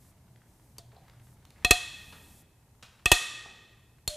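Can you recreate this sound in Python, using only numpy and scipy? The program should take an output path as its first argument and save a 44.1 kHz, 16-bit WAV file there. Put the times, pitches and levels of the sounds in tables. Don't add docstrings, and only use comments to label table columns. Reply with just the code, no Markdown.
import sys
import numpy as np
from scipy import signal
from scipy.fft import rfft, irfft
from scipy.io import wavfile
from scipy.ndimage import uniform_filter1d

SR = 44100
rng = np.random.default_rng(int(sys.argv[2]) if len(sys.argv) > 2 else 0)


def digitize_waveform(pressure):
    field = np.atleast_2d(pressure).T
    bounded = np.clip(field, -1, 1)
    quanta = np.round(bounded * 32767).astype(np.int16)
    wavfile.write(sys.argv[1], SR, quanta)


N = 183487


def amp(db):
    return 10 ** (np.asarray(db) / 20)


def evened(x):
    return x / np.sqrt(np.mean(x ** 2) + 1e-20)


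def read(points, hz):
    f, value = np.transpose(points)
    return np.interp(np.log(hz + 1), np.log(f + 1), value)


def curve(rows):
    return np.interp(np.arange(N) / SR, *np.transpose(rows))


def coloured(x, points):
    gain = amp(read(points, np.fft.rfftfreq(len(x), 1 / SR)))
    return irfft(rfft(x) * gain, len(x))


def add(mix, s, direct, sent, hall_db):
    part = mix[:, round(s * SR):][:, :len(direct)]
    part += np.array([direct, sent * amp(hall_db)])[:, :part.shape[1]]


def slip(grip, ring_db):
    bar_hz = [721, 1215, 1864, 2585, 3172, 3335, 3540, 4118, 4265, 6620, 7850, 2536, 2880, 5700]
    # [level at grip 0/dB, level at grip 1/dB, t60/s, rise/s, share sent to the hall/dB]
    bar_modes = [(-4, -17.5, 0.14, 0.013, -13), (-16, -10.5, 0.06, 0.0024, 2),
                 (-10.5, -7.5, 0.06, 0.00096, 4), (6, 4.5, 0.045, 0.0021, -1),
                 (-20.5, -2.5, 0.025, 0.0027, 7.8), (-4.5, -6.5, 0.039, 0.00067, 6.5),
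                 (-18, -17.5, 0.11, 0.00076, -6), (-3.5, -19.5, 0.067, 0.00076, -1),
                 (-12, -20.5, 0.041, 0.0012, 4.5), (-14.5, -18.5, 0.0099, .001, -5.5),
                 (-18.5, 5, .008, 0.00082, -6.5), (1, -2, 0.054, 0.0045, -3), (-22.5, -7, 0.031, .0012, -1),
                 (-27, -13.5, .03, .0012, 3.5)]
    snap_db = 0.5 + 1.598 * ring_db
    snap_t60_s = 0.046 + .0022 * ring_db
    thump_db = -7 + 1.45 * ring_db
    hall_db = -14.5 + .45 * ring_db + 5.5 * grip
    tilt_db = -0.82
    direct, sent = blow(bar_hz, bar_modes, grip, ring_db, snap_db, snap_t60_s, tilt_db, thump_db)
    return direct, sent, hall_db


def click(*levels):
    socket_hz = [601, 680, 2700, 3650, 4235, 4275, 4600, 7200]
    # [level at grip 0/dB, level at grip 1/dB, t60/s, rise/s, share sent to the hall/dB]
    socket_modes = [(-29, -1.5, 0.49, .04, -9.5), (-17, -20, 0.22, 0.005, -1), (-26, 3, 0.018, .001, 1.5),
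                    (-26.5, -1.5, 0.052, .004, -1.1), (-35, -14, 0.329, 0.0045, -0.5),
                    (-18, 6.5, 0.057, 0.00063, 1), (3, -5, 0.025, 0.001, 3.6),
                    (-38, 14, 0.021, 0.0014, -11)]
    return blow(socket_hz, socket_modes, *levels)


def blow(modes_hz, modes, grip, ring_db, snap_db, snap_t60, tilt_db, thump_db):
    t = np.arange(SR // 2) / SR
    tilt = [(250, -3 * tilt_db), (16000, 3 * tilt_db)]
    rings = ring(t, modes_hz, modes, grip, ring_db)
    direct = rings.sum(axis=0) + amp(snap_db) * snap(t, snap_t60, tilt) + amp(thump_db) * thump(t)
    sent_db = np.transpose(modes)[4][:, None]
    sent = (rings * amp(sent_db)).sum(axis=0) + wash_pulse(len(t), snap_db, tilt)
    return direct, sent


def ring(t, modes_hz, modes, grip, ring_db):
    hz = np.array(modes_hz)[:, None]
    near_db, far_db, t60, rise, _ = np.transpose(modes)[:, :, None]
    db = near_db + np.clip(grip, 0, 1) * (far_db - near_db)
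    swell = amp(db - 60 * t / t60) * (1 - np.exp(-t / rise)) ** 2
    start_cycles = 0.29 * rng.random(hz.shape)
    return amp(ring_db) * swell * np.sin(2 * np.pi * (hz * t + start_cycles))


def snap(t, t60, tilt):
    # [f/Hz, level/dB]
    snap_colour = [(150, -40.5), (300, -9), (1000, -15), (2200, -19.5), (3500, -13), (8000, -14),
                   (12000, -18), (16000, -32)]
    grit = evened(coloured(coloured(rng.standard_normal(len(t)), snap_colour), tilt))
    attack = 1 - np.exp(-t / 0.00016)
    return grit * attack * (amp(-60 * t / t60) + amp(-15.0 - 60 * t / 0.089))


def thump(t):
    late = np.maximum(t - .002, 0)
    glide_cycles = 0.88 * (1 - np.exp(-late / 0.0068))
    return np.sin(2 * np.pi * (21 * late + glide_cycles)) * amp(-60 * late / .085)


def wash_pulse(length, snap_db, tilt):
    # [f/Hz, level per Hz/dB]
    wash = [(1650, -37), (2800, -12), (3410, -3), (5020, -13), (5640, -10), (6110, -11), (7330, -7.5),
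            (8550, -11.5), (9460, -11), (11700, -17), (12200, -23.5), (16000, -35.5)]
    # [f/Hz, level per Hz/dB]
    wash_low = [(100, -48.5), (250, -27.5), (1000, -16), (2200, -15)]
    pulse = coloured(signal.unit_impulse(length, 300), wash_low + wash[1:])
    return coloured(pulse / np.linalg.norm(pulse), tilt) * amp(snap_db + 24.5)


def tick(db, hz, width_hz, t60):
    t = np.arange(SR // 5) / SR
    f = np.fft.rfftfreq(len(t), 1 / SR)
    resonance = 1 / (1 + (2 * (f - hz) / width_hz) ** 2)
    band = irfft(rfft(rng.standard_normal(len(t))) * resonance, len(t))
    swell = 1 - np.exp(-t * width_hz / .6)
    return evened(band) * amp(db - 60 * t / t60) * swell


def hall(x):
    # [f/Hz, t60/s]
    band_t60 = [(100, 1), (260, 3.6), (700, 0.94), (1840, 1.248), (4850, 1.008), (12800, 0.59)]
    hz, t, z = signal.stft(rng.standard_normal(2 * SR), SR, nperseg=256)
    walls = amp(-60 * t / read(band_t60, hz)[:, None])
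    benches = amp(1.0 - 60 * t / 0.23)
    tail = signal.istft(z * (walls + benches), SR, nperseg=256)[1]
    tail = tail * np.clip((np.arange(len(tail)) / SR - .008) / 0.0071, 0, 1)
    return signal.fftconvolve(x, tail / np.linalg.norm(tail))[:N]


def strokes(rows, fall_s, rest_db):
    t = np.arange(N) / SR
    gain = amp(rest_db)
    for s, rise, hold, db in rows:
        corners = np.cumsum([0, rise, hold, fall_s])
        gain = gain + amp(db) * np.interp(t - s, corners, [0, 1, 1, 0])
    return gain


def glove_rustle():
    # [f/Hz, level/dB]
    rustle_colour = [(1500, -25), (4000, -5.5), (8000, 2.5), (12000, 1.5), (14500, -1), (15800, -27.5)]
    # [start t/s, rise/s, hold/s, level/dB]
    gestures = [(0, 0.0033, 0.098, -70.5), (.45, 0.041, 0.25, -81), (1.21, .03, 0.1, -74.5),
                (1.7, 0.41, .3, -63.5)]
    noise = evened(coloured(rng.standard_normal(N), rustle_colour))
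    return noise * strokes(gestures, fall_s=0.023, rest_db=-75.5)


def hand_scuff():
    # [f/Hz, level/dB]
    scuff_colour = [(300, -30.5), (900, 0.5), (2000, -2), (4000, -11.5), (8000, -21.5)]
    # [start t/s, rise/s, hold/s, level/dB]
    scuffs = [(0, 0.0047, .05, -77), (.9, 0.054, .2, -72), (1.35, 0.047, 0.11, -80),
              (1.55, .07, 0.033, -62.5), (2.82, 0.052, .08, -71.5)]
    catches_per_s, least_catch_db, catch_decay_s = 25, -1, .004
    clumps = amp(2.1 * evened(uniform_filter1d(rng.standard_normal(N), 200)))
    catch_gain = amp(least_catch_db + 6.3 * np.minimum(rng.exponential(1, N), 3))
    catches = (rng.random(N) < catches_per_s / SR) * catch_gain
    clumps = clumps + signal.lfilter([1], [1, -np.exp(-1 / (catch_decay_s * SR))], catches)
    noise = evened(coloured(rng.standard_normal(N) * clumps, scuff_colour))
    return noise * strokes(scuffs, fall_s=0.11, rest_db=-77)


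def mains_hum():
    # [t/s, level/dB]
    hum_level = [(0, -72), (.28, -54.5), (.55, -73), (.83, -57.5), (1.08, -62), (1.3, -58.5), (1.5, -65),
                 (2.4, -67), (4.16, -66)]
    smooth = uniform_filter1d(uniform_filter1d(rng.standard_normal((2, N)), 1500), 1500)
    phase_waver, level_waver = evened(smooth)
    hum = np.cos(2 * np.pi * 120 * np.arange(N) / SR + .7 * phase_waver) * (1 + .35 * level_waver)
    return evened(hum) * amp(curve(hum_level))


def room_air():
    # [f/Hz, level per Hz/dB]
    air_colour = [(12, -49.5), (20, -11.5), (86, 0.5), (123, -7), (154, -6), (459, -20.5), (923, -20.5),
                  (1290, -32.5), (2530, -36), (3070, -37), (8890, -38.5), (14700, -48), (16000, -59)]
    # [t/s, level/dB]
    air_level = [(0, -68), (1.4, -67.5), (1.63, -64.5), (2.3, -64), (2.5, -70), (3.5, -71), (4.16, -71)]
    air = coloured(rng.standard_normal(N), air_colour)
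    middle = signal.sosfilt(signal.butter(4, [200, 1500], "band", fs=SR, output="sos"), air)
    return air / np.std(middle) * amp(curve(air_level))


def side_hiss():
    # [f/Hz, level per Hz/dB]
    hiss_colour = [(24, -32.5), (40, 4.5), (133, -4), (377, -5.5), (650, -6.5), (999, -8), (6860, -9.5),
                   (9000, -31), (11700, -63.5), (19800, -120)]
    return amp(-77.5) * evened(coloured(rng.standard_normal(N), hiss_colour))


def scene():
    # [t/s, grip (0-1), bar ring level/dB]
    slips = [(1.647, 0.38, -11.5), (1.7084, 0.38, -6), (3.0573, 0.95, -11.5), (3.1164, 1, -5.5)]
    # [t/s, grip (0-1), ring level/dB, snap level/dB, snap t60/s,
    # snap tilt/dB per octave, thump level/dB, share sent to the hall/dB]
    clicks = [(0.783, 0.05, -35.5, -32.5, 0.0058, -0.96, -48, -25),
              (4.0767, 0.95, -27, -18.5, 0.0071, 1.27, -28.5, -18)]
    # [t/s, level/dB, centre f/Hz, width/Hz, t60/s]
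    ticks = [(0.36, -52.5, 1513, 3890, 0.014), (.418, -55, 1778, 1500, 0.018), (.93, -54, 726, 905, 0.06),
             (0.963, -48, 730, 199.9, .1), (0.964, -61, 3956, 1499, 0.054),
             (1.098, -48, 2490, 4874, 0.0095), (1.452, -50, 3000, 12000, .016),
             (1.505, -48.5, 3000, 12000, .014), (1.56, -60.5, 1901, 697, .08),
             (1.624, -58.5, 1984, 1500, .1), (2.125, -48.5, 1500, 4000, 0.14),
             (2.826, -45, 2400, 7140, 0.11), (3.459, -46.5, 796, 1154, 0.053)]
    # [f/Hz, level/dB]
    hall_width = [(300, -20), (2000, -46.5), (4500, -34.5), (7500, -15.5), (15000, -4)]
    mix = np.zeros((2, N))
    for s, grip, ring_db in slips:
        add(mix, s, *slip(grip, ring_db))
    for s, *levels, hall_db in clicks:
        add(mix, s, *click(*levels), hall_db)
    for s, *shape in ticks:
        knock = tick(*shape)
        add(mix, s, knock, knock, hall_db=-4)
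    direct, sent = mix
    background = glove_rustle() + hand_scuff() + mains_hum() + room_air()
    mid = direct + hall(sent) + background
    side = coloured(hall(sent), hall_width) + side_hiss()
    return np.array([mid + side, mid - side])


def record(dry):
    held = .95 * np.tanh(dry / .95)
    low_pass = signal.firwin(255, 15600, window=("kaiser", 9), fs=SR)
    return signal.oaconvolve(held, low_pass[None], "same")


dry = scene()
out = record(dry)
digitize_waveform(out)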